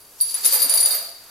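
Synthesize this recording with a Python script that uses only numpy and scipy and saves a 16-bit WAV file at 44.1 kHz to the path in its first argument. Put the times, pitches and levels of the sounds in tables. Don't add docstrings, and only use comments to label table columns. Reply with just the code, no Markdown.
import sys
import numpy as np
from scipy import signal
from scipy.fft import rfft, irfft
from scipy.io import wavfile

SR = 44100
rng = np.random.default_rng(int(sys.argv[2]) if len(sys.argv) > 2 else 0)


def wrap_up_sound(samples):
    columns = np.atleast_2d(samples).T
    tamed = np.clip(columns, -1, 1)
    steps = np.round(tamed * 32767).astype(np.int16)
    wavfile.write(sys.argv[1], SR, steps)


N = 57330


def amp(db):
    return 10 ** (np.asarray(db) / 20)


def unit(x):
    return x / np.sqrt(np.mean(x ** 2) + 1e-20)


def read(points, hz):
    table_hz, value = np.transpose(points)
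    return np.interp(np.log(hz + 1), np.log(table_hz + 1), value)


def curve(points, column=1):
    rows = np.array(points)
    return np.interp(np.arange(N) / SR, rows[:, 0], rows[:, column])


def add(mix, start_s, sound):
    part = mix[:, max(round(start_s * SR), 0):][:, :sound.shape[1]]
    part += sound[:, :part.shape[1]]


def colour(x, points, size=2048):
    log_gain = np.log(amp(read(points, abs(np.fft.fftfreq(size, 1 / SR)))))
    spectrum = np.exp(np.conj(signal.hilbert(log_gain)))
    taps = np.fft.ifft(spectrum).real[:size // 2]
    return signal.fftconvolve(x, taps[None], axes=1)[:, :x.shape[1]]


def resonate(x, hz, width_hz):
    turn = np.exp(2j * np.pi * np.cumsum(hz) / SR)
    pole = np.exp(-np.pi * width_hz / SR)
    return 2 * (turn * signal.lfilter([1 - pole], [1, -pole], x / turn)).real


def contacts(per_s, spread_db):
    hits = rng.random(N) < per_s / SR
    strength = amp(spread_db * np.minimum(rng.exponential(1, N), 3))
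    return hits * strength * rng.choice([-1, 1], N)


# frequency_hz, correlation
MIC_LIKENESS = [(40, 0.76), (300, 0.92), (600, 0.75), (1200, 0.54), (2500, 0.51), (5000, 0.5), (9000, 0.29)]
def mic_pair(x):
    (left, other), size = rfft(x), x.shape[1]
    likeness = read(MIC_LIKENESS, np.fft.rfftfreq(size, 1 / SR))
    right = likeness * left + np.sqrt(1 - likeness ** 2) * other
    return irfft(np.array([left, right]), size)


def stereo_noise(size):
    return mic_pair(rng.standard_normal((2, size)))


# frequency_hz, density_db
ROOM_TONE_COLOUR = [(20, -8), (40, -6), (90, -9), (160, -9), (300, -7), (600, -6), (1000, -6), (2000, -13),
                    (4000, -16), (6000, -16), (8500, -14), (10500, -6), (13500, -10), (16000, -17)]
def room_tone(level_db=-51):
    return amp(level_db) * unit(colour(stereo_noise(N), ROOM_TONE_COLOUR))


# frequency_hz, t60_s
GARAGE_DECAY = [(150, 0.47), (600, 0.71), (2000, 0.87), (4500, 0.77), (9000, 0.5), (14000, 0.47)]
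# frequency_hz, gain_db
TAIL_COLOUR = [(100, 2.5), (600, -1.5), (4500, 0), (9000, -2), (14000, -1)]
def garage_echo(x, count=8, echo_span_s=.022, echo_db=-6.5, tail_db=-4.5):
    t = np.arange(SR) / SR
    hz, times, bands = signal.stft(stereo_noise(SR), SR, nperseg=256)
    decay = amp(-60 * times / read(GARAGE_DECAY, hz)[:, None])
    tail = signal.istft(bands * decay, SR, nperseg=256)[1][:, :SR]
    tail *= np.clip((t - .004) / .019, 0, 1)
    tail = colour(tail / np.linalg.norm(tail[0]), TAIL_COLOUR)
    echoes = np.zeros((2, SR))
    for side in echoes:
        strengths = rng.choice([-1, 1], count) / np.sqrt(count)
        delays_s = .002 + echo_span_s * rng.random(count)
        side[(delays_s * SR).astype(int)] = strengths
    response = amp(tail_db) * tail + amp(echo_db) * mic_pair(echoes)
    return signal.fftconvolve(x, response, axes=1)[:, :N]


# time_s, level_db
RUSTLE_LEVEL = [(.07, -57), (.12, -50.5), (.175, -49.5), (.2, -41), (.27, -38), (1.12, -54), (1.3, -49)]
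# frequency_hz, density_db
RUSTLE_COLOUR = [(1500, -15), (5500, -1), (9500, -2), (13000, 3.5), (16000, -27)]
def rustle():
    return amp(curve(RUSTLE_LEVEL)) * unit(colour(stereo_noise(N), RUSTLE_COLOUR))


# start_s, pitch_hz, level_db
BELT_BUMPS = [(.447, 278, -49), (.446, 464, -44.5), (0.479, 255, -55.5), (.526, 527, -38),
              (.535, 846, -39.5), (.6, 294, -50), (.622, 617, -49), (.638, 285, -48), (.715, 657, -51.5),
              (.738, 907, -45), (.848, 565, -41.5), (.851, 92, -72), (.925, 704, -46)]
def belt_bumps(contact_s=.011, width_hz=23):
    out, t = np.zeros((2, N)), np.arange(SR // 5) / SR
    for start_s, hz, level_db in BELT_BUMPS:
        push = rng.standard_normal(len(t)) * np.exp(-t / contact_s)
        pitch = np.full(len(t), hz)
        thud = resonate(resonate(push, pitch, width_hz), pitch, hz / 2)
        add(out, start_s, amp(level_db) * np.sqrt(2) * thud[None] / abs(thud).max())
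    return out


# time_s, hollow_db, scrape_db
RUN_LEVELS = [(.2, -69, -68), (.334, -63, -63), (.345, -58, -44), (.428, -72, -48.5), (.45, -44, -45.5),
              (.512, -56, -44.5), (.536, -48, -38), (.584, -47, -41), (.636, -38.5, -39.5),
              (.675, -45.5, -42), (.732, -39.5, -40), (.89, -45.5, -46), (.945, -41, -39.5),
              (1.03, -48.5, -50.5), (1.12, -56.5, -65), (1.3, -95, -55)]
# time_s, pitch_hz
HOLLOW_PITCH = [(.44, 456), (.54, 520), (.73, 590), (.95, 630), (1.2, 633)]
# frequency_hz, density_db
SCRAPE_COLOUR = [(60, -58), (200, -19), (330, -7.5), (480, -5), (750, 0.5), (950, 4), (1250, 4),
                 (2000, 1.5), (2500, 0.5), (3200, -5), (3800, 1.5), (5200, -3.5), (9000, -22.5),
                 (16000, -52)]
# pitch_hz, width_hz, gain_db
RUN_RESONANCES = [(671.3, 12.8, 3.5), (1214, 7.6, 5.5)]
def running_chain(hollow_width_hz=304, low_cut_hz=310, hollow_trim_db=-4):
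    knocks = contacts(per_s=600, spread_db=2.5)[None]
    pitch = curve(HOLLOW_PITCH)
    hollow = resonate(resonate(knocks, pitch, hollow_width_hz), pitch, hollow_width_hz)
    hollow = signal.sosfilt(signal.butter(4, low_cut_hz, "high", fs=SR, output="sos"), hollow)
    hollow = unit(hollow) * amp(curve(RUN_LEVELS, column=1) + hollow_trim_db)
    grit = knocks + contacts(per_s=1500, spread_db=1.6) * amp(-3.5)
    scrape = unit(colour(grit, SCRAPE_COLOUR)) * amp(curve(RUN_LEVELS, column=2))
    rattle = hollow + scrape
    return rattle + sum(amp(db) * resonate(rattle, np.full(N, hz), width_hz)
                        for hz, width_hz, db in RUN_RESONANCES)


def strike_rms(x, strike_s=.011):
    return np.sqrt(np.mean(x[:, :round(strike_s * SR)] ** 2))


# frequency_hz, density_db
TICK_COLOUR = [(100, -37), (400, -17), (1000, -11.5), (2300, -8), (3350, -5), (3900, 0.5), (5400, -0.5),
               (8000, 2), (12000, 4), (13900, -3), (14800, -36), (16000, -26)]
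def tick(decay_s=.011):
    t = np.arange(SR // 16) / SR
    chatter = colour(stereo_noise(len(t)) * np.exp(-t / decay_s), TICK_COLOUR)
    return 2 * chatter / strike_rms(chatter)


# pitch_hz, level_db, t60_s
LINK_MODES = [
    [(3824, -12, .16), (4348, -10, .18), (4500, -14, .05), (4586, -1, .17), (4735, -2, .08), (4820, 0, .09),
     (4910, -8, .06)],
    [(7670, -21, .15), (9150, -5, .07), (9214, 0, .11), (9344, -16, .05)],
    [(10250, -20, .06), (10410, -9, .08), (10455, 0, .15), (10550, -12, .08), (10777, -19, .05)],
    [(12935, -3, .09), (13398, 0, .1), (13505, -6, .06), (13744, -15, .06)],
]
def link_ring(clusters_db, free_s, rise_s=.0008, damped_s=.0075, spread_hz=27.2, pan_spread_db=3):
    t, out = np.arange(SR // 4) / SR, 0
    sides = np.array([[1], [-1]])
    for modes, level_db in zip(LINK_MODES, clusters_db):
        cluster = 0
        for hz, db, t60_s in modes:
            detune, phase, lag, pan = rng.standard_normal(4)
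            pitch_hz = hz + spread_hz * detune
            mic_phase = sides * lag * hz / 14000
            envelope = amp(db + sides * pan * pan_spread_db - 60 * t / t60_s)
            cluster += envelope * np.sin(2 * np.pi * (pitch_hz * t + phase) + mic_phase)
        out += amp(level_db) * cluster / strike_rms(cluster)
    rise = 1 - np.exp(-t / rise_s)
    damping = np.exp(-np.maximum(t - free_s, 0) / damped_s)
    return out * rise * damping


# time_s, level_db
JINGLE_LEVEL = [(0, -50), (.19, -72), (.29, -32.5), (.41, -33.5), (.46, -29), (.57, -25), (.68, -29),
                (.78, -27.5), (.94, -28.5), (1.02, -39), (1.12, -51), (1.3, -55.5)]
# low_db, middle_db, main_db, top_db
JINGLE_BALANCE = [-3.5, -7.5, -0.5, -1]
def jingle(links=16, touches_per_s=420, tick_db=-8.5):
    out, level = np.zeros((2, N)), amp(curve(JINGLE_LEVEL))
    for _ in range(links):
        touch = link_ring(JINGLE_BALANCE, free_s=.0083)
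        add(touch, 0, amp(tick_db) * tick())
        train = unit(contacts(touches_per_s / links, spread_db=4.5)) * level
        out += signal.fftconvolve(train[None], touch / np.linalg.norm(touch), axes=1)[:, :N]
    return out * np.sqrt(2 / links)


# start_s, low_db, middle_db, main_db, top_db, tick_db, free_s, left_minus_right_db
CLINKS = [(0.203, -28.5, -38, -23.5, -37, -48, 0.01, -9),
          (0.2097, -27, -21.5, -9.5, -21.5, -41, 0.039, 2.5), (0.288, -29.5, -55, -41, -50, -52, 0.02, 3),
          (0.309, -38, -47, -40, -39, -44, 0.002, 0), (0.342, -52, -39, -20.5, -37, -42, 0.007, 12),
          (0.348, -45, -38, -23, -34, -40.5, 0.0089, -3), (0.438, -22, -50, -33, -35, -37, 0.016, -4),
          (0.446, -26, -27, -18, -28, -30.5, 0.0053, 3), (0.453, -50, -22, -14, -20, -26, 0.017, 0.5),
          (0.46, -36, -27, -14.5, -18, -30, 0.054, -0.5), (0.524, -24, -17, -38, -19, -34, 0.011, 3),
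          (0.533, -44, -40, -19.5, -17, -32, 0.017, 2), (0.54, -37, -20, -21, -16, -36, 0.046, -2.5),
          (0.601, -24, -24.5, -23, -30, -39, 0.027, -2), (0.618, -28, -27.5, -16.5, -18, -37, 0.04, 6),
          (0.627, -21.5, -23.5, -22.5, -18.5, -37, 0.024, -3.5),
          (0.658, -45, -21.5, -48, -39, -61, 0.0081, 16), (0.695, -27, -18, -16, -20.5, -31, 0.022, -0.5),
          (0.724, -20.5, -25, -42, -44, -43, 0.004, 5.5), (0.737, -22, -21, -11, -28, -33, 0.0062, 3),
          (0.744, -33, -26, -15, -17, -56, 0.0042, -2), (0.753, -22.5, -25, -17, -21.5, -55, 0.03, 4),
          (0.774, -18.5, -28, -14.5, -40, -30.5, 0.035, 3), (0.802, -57, -15, -22.5, -23, -35, 0.021, 3.5),
          (0.828, -25.5, -30, -11, -40, -38, 0.032, 2), (0.85, -20.5, -29, -53, -24, -53, 0.02, -3),
          (0.858, -29, -13.5, -8.5, -20, -31, 0.002, 4.5), (0.887, -55, -31, -48, -20, -50, 0.0073, 4),
          (0.907, -19, -21.5, -22.5, -23, -42, 0.023, -3.5), (0.93, -25, -48, -29, -23, -57, 0.014, 5),
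          (0.948, -31.5, -50, -34, -22, -65, 0.013, -6), (0.983, -32.5, -49, -52, -33, -47, 0.0084, 8),
          (1.044, -36, -44.5, -51, -50, -53, 0.0084, 9)]
# low_db, middle_db, main_db, top_db
CLINK_TRIMS = [-4, -1.5, -2.5, -1]
def clinks(tick_trim_db=.25):
    out = np.zeros((2, N))
    for start_s, *clusters_db, tick_db, free_s, pan_db in CLINKS:
        clink = link_ring(np.add(clusters_db, CLINK_TRIMS), free_s)
        add(clink, 0, amp(tick_db + tick_trim_db) * tick())
        add(out, start_s, clink * amp([[pan_db / 2], [-pan_db / 2]]))
    return out


def scene():
    chain = clinks() + jingle() + running_chain() + belt_bumps()
    return chain + garage_echo(chain) + rustle() + room_tone()


def record(dry):
    ceiling, cutoff_hz = .92, 16100
    low_pass = signal.firwin(511, cutoff_hz, window=("kaiser", 9), fs=SR)
    return signal.oaconvolve(np.clip(dry, -ceiling, ceiling), low_pass[None], "same")


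dry = scene()
out = record(dry)
wrap_up_sound(out)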